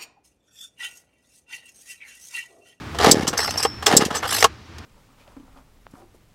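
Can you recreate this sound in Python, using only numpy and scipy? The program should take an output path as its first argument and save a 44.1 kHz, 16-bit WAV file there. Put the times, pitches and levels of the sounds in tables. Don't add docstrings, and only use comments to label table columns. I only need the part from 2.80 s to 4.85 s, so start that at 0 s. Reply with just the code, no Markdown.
import sys
import numpy as np
from scipy import signal
from scipy.fft import rfft, irfft, next_fast_len
from scipy.io import wavfile
from scipy.ndimage import uniform_filter1d, map_coordinates

SR = 44100
rng = np.random.default_rng(int(sys.argv[2]) if len(sys.argv) > 2 else 0)


def pcm_store(signal):
    levels = np.round(np.clip(np.atleast_2d(signal), -1, 1) * 32767)
    wavfile.write(sys.argv[1], SR, levels.astype(np.int16).T)


N = 90404

# [t/s, speed/turns per s, puff level/dB]
CRANK_PULLS = [
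    [(.2728, 33.2, -2), (.305, 45.6, -5), (.417, 30.5, -13.5), (.455, 19, -13.5), (.55, 19.8, -23.5)],
    [(1.119, 56.8, -18), (1.1405, 38.4, -5), (1.154, 36.5, -5), (1.19, 37, -10), (1.24, 25.7, -11),
     (1.287, 19.5, -16.5), (1.38, 13, -26)],
]
# [f/Hz, width/Hz, relative level/dB]
STEEL_MODES = [(4240, 37, -5), (4940, 53, 2), (5373, 27, 5.5), (5550, 65, -3), (6210, 69.3, 7.5),
               (7250, 60, 5.5), (7910, 49, 3), (8250, 67, -10.5), (10870, 79, 1), (11700, 96, 1.5),
               (12700, 90, -1)]
# [f/Hz, width/Hz, relative level/dB]
HOUSING_MODES = [(450, 52, -0.5), (810, 98, 0), (1135, 230, -3), (1250, 30, -8.5), (1730, 190, -7),
                 (2865, 210, -2.5), (3184, 32, 0)]
# [f/Hz, relative level/dB]
KNOCK_TONE = [(100, -59.5), (280, -11.5), (460, 4.5), (1100, 3), (1700, -1), (2300, -4), (3100, -7),
              (5000, -8), (8000, -14), (10000, -20.5), (13500, -23.5), (16000, -34)]
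# [t/s, level/dB]
DRONE_FADER = [(0, -37.5), (.25, -32.5), (.55, -40), (1.1, -41), (1.6, -47), (1.8, -47.5), (2.05, -46)]


def amp(db):
    return 10 ** (np.asarray(db) / 20)


def unit(x):
    return x / np.sqrt(np.mean(x ** 2) + 1e-20)


def clock():
    return np.arange(N) / SR


def filtered(x, response):
    m = next_fast_len(N + SR // 2)
    hz = np.fft.rfftfreq(m, 1 / SR)
    return irfft(rfft(x, m) * response(hz), m)[..., :N]


def colour(points, hz):
    f, db = np.transpose(points)
    return amp(np.interp(np.log(hz + 1), np.log(f + 1), db))


def resonances(modes, hz):
    return sum(amp(db) * 1j * hz * width / (centre * centre - hz * hz + 1j * hz * width)
               for centre, width, db in modes)


def body(x, points, modes, modes_db, tilt_db=0):
    def response(hz):
        gain = colour(points, hz) * (1 + amp(modes_db) * abs(resonances(modes, hz)))
        octaves = np.log2(np.clip(hz, 400, 6000) / 1000)
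        gain = gain * amp(tilt_db * octaves)
        cepstrum = irfft(np.log(unit(gain) + 1e-6), 2 * len(hz) - 2)
        cepstrum[1:len(hz) - 1] *= 2
        cepstrum[len(hz):] = 0
        return np.exp(rfft(cepstrum))
    return filtered(x, response)


def grit(rate, share):
    hits = rng.random(N) < rate / SR
    ticks = hits * rng.choice([-1, 1], N) * rng.uniform(.4, 1.6, N)
    return np.sqrt(share) * unit(ticks) + np.sqrt(1 - share) * rng.standard_normal(N)


def level(s, db):
    times = np.r_[s[0] - .004, s, s[-1] + .02]
    return amp(np.interp(clock(), times, np.r_[-90, db, -90]))


def turns(s, speed):
    made = np.cumsum(np.interp(clock(), s, speed)) / SR
    return made - np.interp(s[0], clock(), made)


def burst(s, hold, t60, attack):
    t = clock() - s
    return np.clip(t / attack, 0, 1) * amp(-60 * np.maximum(t - hold, 0) / t60)


def stressed(x, ring_hz, q, boost_db):
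    y = filtered(x, lambda hz: 0.5 + resonances([(ring_hz, ring_hz / q, boost_db)], hz))
    return unit(y) * np.sqrt(np.mean(x ** 2))


def struck(modes, s, hold, stress_hz, tilt_db=0):
    stress_db = 7
    out = np.zeros(N)
    for hz, db, t60 in modes:
        nearness = np.exp(-(20 * np.log(hz / stress_hz)) ** 2)
        mode_db = db + tilt_db * np.log2(hz / 1000) + stress_db * nearness
        tone = np.sin(2 * np.pi * (hz * clock() + rng.random()))
        out += amp(mode_db) * burst(s, hold, t60, attack=0.0016) * tone
    return out


def shifting(x, depth_db):
    z = signal.stft(x, nperseg=512)[2]
    patches = rng.standard_normal(z.shape)
    for axis in (0, 1):
        patches = uniform_filter1d(patches, size=4, axis=axis)
    gain = unit(amp(depth_db * unit(patches)))
    return signal.istft(z * gain, nperseg=512)[1][:N]


def piston():
    exhaust_hz, intake_hz = 236, 465
    intake_turn, intake_db = .43, -6.5
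    pitch_follows = 0.15
    puff_scatter, gulp_scatter = .07, .075
    muffler_hz = 138
    out, t = np.zeros(N), clock()
    for rows in CRANK_PULLS:
        s, speed, db = np.transpose(rows)
        angle = turns(s, speed)
        for k in range(int(np.interp(s[-1], t, angle)) + 1):
            puff, gulp = np.interp([k, k + intake_turn], angle, t)
            stroke = np.interp(puff, s, speed) / speed.max()
            puff_hz = exhaust_hz * (1 + rng.normal(0, puff_scatter)) * stroke ** pitch_follows
            u = 2 * np.pi * puff_hz * (t - puff)
            out -= amp(np.interp(puff, s, db)) * u * np.exp((1 - u * u) / 2)
            v = intake_hz * (1 + rng.normal(0, gulp_scatter)) * (t - gulp)
            window = np.exp(-(v / np.where(v < 0, .6, 1.4)) ** 2)
            out += amp(np.interp(gulp, s, db) + intake_db) * np.cos(2 * np.pi * v) * window
    return filtered(out, lambda hz: hz ** 3 / np.sqrt(hz ** 6 + muffler_hz ** 6))


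def cord():
    # [t/s, level/dB]
    rasp_pulls = [
        [(.185, -28), (.205, -22), (.24, -17), (.265, -15), (.3, -17.5), (.34, -27), (.41, -29.5), (.46, -39.5),
         (.57, -36.5)],
        [(1.062, -20), (1.075, -21.5), (1.108, -22.5), (1.135, -18.5), (1.19, -28), (1.225, -22.5), (1.29, -42),
         (1.36, -30.5), (1.41, -40)],
    ]
    # [f/Hz, relative level/dB]
    rasp_tone = [(100, -44), (250, -7.5), (450, -2), (780, -2.5), (1200, -9), (1700, -6.5), (3200, -15),
                 (5200, -12.5), (8000, -22.5), (10000, -24.5), (14000, -34), (16000, -47)]
    drive = np.zeros(N)
    for rasp, crank in zip(rasp_pulls, CRANK_PULLS):
        s, speed, _ = np.transpose(crank)
        surge_db = 0.61 * np.cos(4 * np.pi * turns(s, speed) + 0.16)
        drive += level(*np.transpose(rasp)) * amp(surge_db)
    rasping = body(drive * grit(rate=420, share=0.72), rasp_tone, HOUSING_MODES, modes_db=4)
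    return shifting(rasping, depth_db=1.5)


def whirr():
    # [t/s, f/Hz, level/dB]
    glide = [(.2, 2700, -38), (0.209, 4000, -33), (.223, 5250, -31), (.236, 5400, -40)]
    s, hz, db = np.transpose(glide)
    fuzz = unit(filtered(rng.standard_normal(N), lambda f: 1 / (1 + (f / 500) ** 4)))
    return np.sqrt(2) * level(s, db) * fuzz * np.sin(2 * np.pi * turns(s, hz))


def zips():
    # [t/s, level/dB, hold/s, t60/s, strongest ring f/Hz]
    zip_events = [(0.3114, -2, 0.0049, 0.045, 4680), (0.4755, -17, 0.0054, 0.075, 5690),
                  (1.06, -14.5, 0.012, 0.074, 5310), (1.165, -1, 0.0052, 0.048, 7640),
                  (1.348, -26, 0.011, .04, 8060), (1.359, -26, 0.011, 0.11, 6170)]
    # [f/Hz, relative level/dB]
    zip_tone = [(1500, -39), (2500, -19), (3400, -6), (5200, -1), (6600, -3), (7900, 0.5), (9500, -13),
                (13500, -15), (16000, -23.5)]
    out = np.zeros(N)
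    for s, db, hold, t60, ring_hz in zip_events:
        drive = amp(db) * burst(s, hold, t60, attack=0.0035) * grit(rate=1600, share=0.47)
        slip = body(drive, zip_tone, STEEL_MODES, modes_db=-1)
        out += stressed(slip, ring_hz, q=59, boost_db=2.5)
    return out


def slaps():
    # [t/s, chatter level/dB, hold/s, t60/s, treble tilt/dB per octave, ring level/dB,
    # strongest ring f/Hz]
    blows = [(0.1992, -23.5, .004, .05, -3, -21.5, 727), (0.2448, -11.5, 0.0048, 0.036, -2, -13.5, 800),
             (0.85, -17.5, .003, 0.051, 0, -14.5, 800), (1.6257, -6, 0.003, 0.028, 1, -23, 700),
             (1.6416, -9.5, 0.0042, 0.029, 4, -15, 2830), (1.646, -13, 0.0035, 0.055, 1.5, -10, 1100)]
    # [f/Hz, relative level/dB, t60/s]
    handle_modes = [(460.8, 1, .042), (699.8, -2.5, 0.032), (800, -3, .043), (913, -5, 0.039),
                    (1100, -4.5, 0.042), (1260, -3.5, 0.042), (1710, -10, 0.023), (2826, -9.5, 0.015),
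                    (3220, -8, 0.014), (3650, -20.5, 0.024)]
    out = np.zeros(N)
    for s, db, hold, t60, tilt, ring_db, ring_hz in blows:
        drive = amp(db) * burst(s, hold, t60, attack=.0006) * grit(rate=3000, share=.6)
        out += body(drive, KNOCK_TONE, HOUSING_MODES, modes_db=-5.5, tilt_db=tilt)
        out += amp(ring_db) * struck(handle_modes, s, 0.0043, ring_hz, tilt)
    return out


def knocks():
    # [t/s, level before the trims below/dB, hold/s, t60 of the chatter/s,
    # treble tilt/dB per octave, strongest ring f/Hz]
    knock_events = [(0.147, -29, 0.0014, 0.13, 0, 685), (0.1862, -18.5, 0.0018, 0.02, 5.5, 3580),
                    (0.212, -22.5, 0.015, 0.05, -2, 760), (0.2441, -13.5, 0.0018, 0.017, 12.5, 5200),
                    (0.251, -27, .002, .015, 2, 3400), (0.261, -10, 0.0027, 0.021, 1, 3840),
                    (0.266, -13, 0.0047, 0.063, -1, 1210), (0.306, -25, 0.0018, 0.018, -11, 4600),
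                    (0.421, -29.5, 0.013, 0.036, 2.5, 2160), (0.469, -24.5, 0.023, 0.019, 2.5, 2960),
                    (0.529, -23, 0.01, 0.071, -0.5, 1093), (0.589, -27, 0.0048, 0.07, 0, 1164),
                    (0.678, -22, 0.0066, 0.014, 0, 2040), (0.708, -22.5, 0.0017, 0.028, 6, 2710),
                    (1.025, -23.5, 0.0018, 0.093, 1.5, 1190), (1.066, -1.5, 0.0017, 0.016, 3, 3330),
                    (1.075, -14.5, 0.0047, 0.084, -0.5, 720), (1.112, -14.5, 0.0042, 0.036, 0, 730),
                    (1.132, -16, 0.009, 0.018, -1, 483), (1.211, -20.5, 0.014, 0.044, 1.5, 833),
                    (1.25, -24, 0.0054, 0.091, 8.5, 2700), (1.305, -23.5, 0.011, .04, -0.5, 1270),
                    (1.343, -23.5, 0.029, 0.031, 1, 1750), (1.431, -25.5, 0.013, 0.091, 0.5, 1357),
                    (1.454, -23, 0.0086, 0.059, 0, 720), (1.523, -21, 0.005, 0.045, 1, 1210),
                    (1.546, -23, 0.0043, 0.027, 4.5, 2700), (1.983, -36.5, 0.0033, 0.031, 6, 3760)]
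    chatter_db, ring_db = -1.5, -4
    out = np.zeros(N)
    for s, db, hold, t60, tilt, ring_hz in knock_events:
        drive = amp(db) * burst(s, hold, t60, attack=0.0006) * grit(rate=2200, share=0.67)
        chatter = body(drive, KNOCK_TONE, HOUSING_MODES, modes_db=5.0, tilt_db=tilt)
        tone = np.sin(2 * np.pi * ring_hz * (clock() - s))
        ring = amp(db + ring_db) * burst(s, hold / 2, 0.87 * t60, attack=0.0011) * tone
        out += amp(chatter_db) * chatter + ring
    return out


def reel():
    # [t/s, speed/turns per s, scraping steel level/dB,
    # rattling housing level/dB]
    rewinds = [
        [(.572, 32, -32, -35), (.585, 67, -27, -25), (.605, 81, -27.5, -25), (.645, 70, -27.5, -30),
         (.7, 59.6, -35, -36), (.765, 60, -41, -36.5), (.79, 33, -31, -31.5), (.822, 32, -33.5, -33.5),
         (.85, 69, -25, -26.5)],
        [(1.425, 39.4, -46.5, -28), (1.468, 38.4, -42.5, -35), (1.482, 66.6, -30.5, -32),
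         (1.52, 54, -24, -28.5), (1.55, 49.7, -21, -30.5), (1.575, 55, -24.5, -30.5), (1.625, 33, -26.5, -25.5)],
    ]
    # [f/Hz, relative level/dB]
    scrape_tones = [
        [(1500, -34.5), (3000, -20.5), (4200, 2.5), (5400, 4), (6800, -14), (8200, -2.5), (9500, -5),
         (13000, -13.5), (16000, -22.5)],
        [(1500, -45.5), (2900, 4), (4200, -2), (5400, -1), (6500, -12.5), (8000, -3), (9500, -1),
         (13000, -12.5), (16000, -23.5)],
    ]
    # [f/Hz, relative level/dB]
    rattle_tone = [(150, -41.5), (400, -4.5), (700, -2.5), (1150, -3.5), (1800, -3), (2400, -5.5),
                   (3100, -9.5), (4500, -15.5), (9000, -39)]
    swings = [3.9, 4.5]
    out = np.zeros(N)
    for rows, scrape_tone, swing_db in zip(rewinds, scrape_tones, swings):
        s, speed, steel_db, housing_db = np.transpose(rows)
        surge = amp(swing_db * np.cos(2 * np.pi * (turns(s, speed) - .2)))
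        scrape = level(s, steel_db) * surge * grit(rate=810, share=0.56)
        rattle = level(s, housing_db) * surge * grit(rate=400, share=0.72)
        out += body(scrape, scrape_tone, STEEL_MODES, modes_db=14)
        out += body(rattle, rattle_tone, HOUSING_MODES, modes_db=1.0)
    return shifting(out, depth_db=4)


def chinks():
    # [t/s, chatter level/dB, hold/s, t60/s, ring level/dB, strongest ring f/Hz]
    chink_events = [(0.5753, -15, 0.0042, .025, -32, 6100), (0.585, -31.5, 0.0033, 0.037, -34, 4900),
                    (.706, -24, 0.0025, 0.031, -42.5, 5970), (0.774, -21, 0.013, .055, -42, 5500),
                    (0.826, -21, 0.0077, .06, -33, 8020)]
    # [f/Hz, relative level/dB]
    chink_tone = [(1500, -37.5), (3000, -8.5), (4200, -7.5), (5400, -1), (6800, -11), (8200, -8),
                  (9500, -8), (13000, -15), (16000, -24.5)]
    # [f/Hz, relative level/dB, t60/s]
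    ring_modes = [(5200, 1.5, 0.32), (5298, 1, .47), (5392, 6, 0.62), (5460, 1, 0.27), (6240, -2.5, .15),
                  (7900, -17, .28), (11120, -15.5, 0.23), (13120, -15.5, 0.28)]
    out = np.zeros(N)
    for s, db, hold, t60, ring_db, ring_hz in chink_events:
        drive = amp(db) * burst(s, hold, t60, attack=0.0027) * grit(rate=2300, share=0.32)
        chatter = body(drive, chink_tone, STEEL_MODES, modes_db=6)
        out += stressed(chatter, ring_hz, q=34, boost_db=6.5)
        out += amp(ring_db) * struck(ring_modes, s, 0, ring_hz)
    return out


def field():
    # [f/Hz, relative level/dB]
    air_tone = [(25, -1.5), (90, 5.5), (180, -9.5), (320, -5), (520, -21), (1200, -14), (2000, -18.5),
                (4500, -28.5), (8000, -40), (16000, -68)]
    # [t/s, level/dB]
    air_fader = [(0, -37), (.15, -37), (.95, -40.5), (1.65, -38), (1.819, -51.5), (1.95, -44),
                 (2.05, -42.5)]
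    # [f/Hz, relative level/dB]
    hiss_tone = [(1000, -1), (2500, 1), (5500, 0), (8000, -15.5), (16000, -40)]
    # [f/Hz, width/Hz, relative level/dB]
    drone_modes = [(81, 13, 9.5), (105.5, 6.5, 2), (145.3, 10.5, -9), (206, 16, -7)]

    def noise(response):
        return unit(filtered(rng.standard_normal(N), response))
    air = noise(lambda hz: colour(air_tone, hz) * hz / np.hypot(hz, 170))
    hiss = noise(lambda hz: colour(hiss_tone, hz))
    drone = noise(lambda hz: resonances(drone_modes, hz) * (hz / np.hypot(hz, 55)) ** 4)
    far = drone * level(*np.transpose(DRONE_FADER))
    return air * level(*np.transpose(air_fader)) + amp(-55) * hiss + far


def hum():
    centre_hz, drift_hz = 71.8, 2.5
    hum_db, swell_db = -8, 0.87
    drift, swell = [map_coordinates(rng.standard_normal(40), [clock() * 12]) for _ in range(2)]
    gain = level(*np.transpose(DRONE_FADER)) * amp(hum_db + swell_db * swell)
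    cycles = np.cumsum(centre_hz + drift_hz * drift) / SR
    return np.sqrt(2) * gain * np.sin(2 * np.pi * cycles)


def scene():
    engine = piston()
    starter = cord() + whirr() + zips() + slaps() + knocks() + reel() + chinks()
    mono = engine + starter + field() + hum()
    scatter = rng.standard_normal(SR // 100)
    side = amp(-53) * signal.fftconvolve(mono, scatter / np.linalg.norm(scatter))[:N]
    return np.array([mono + side, mono - side])


def record(dry):
    lopsided = 0.069
    band_limit_hz = 16100
    top = 1 - lopsided * (dry > 0)
    clipped = dry / (1 + abs(dry / top) ** 6) ** (1 / 6)
    return filtered(clipped, lambda hz: hz < band_limit_hz)


dry = scene()
out = record(dry)
pcm_store(out)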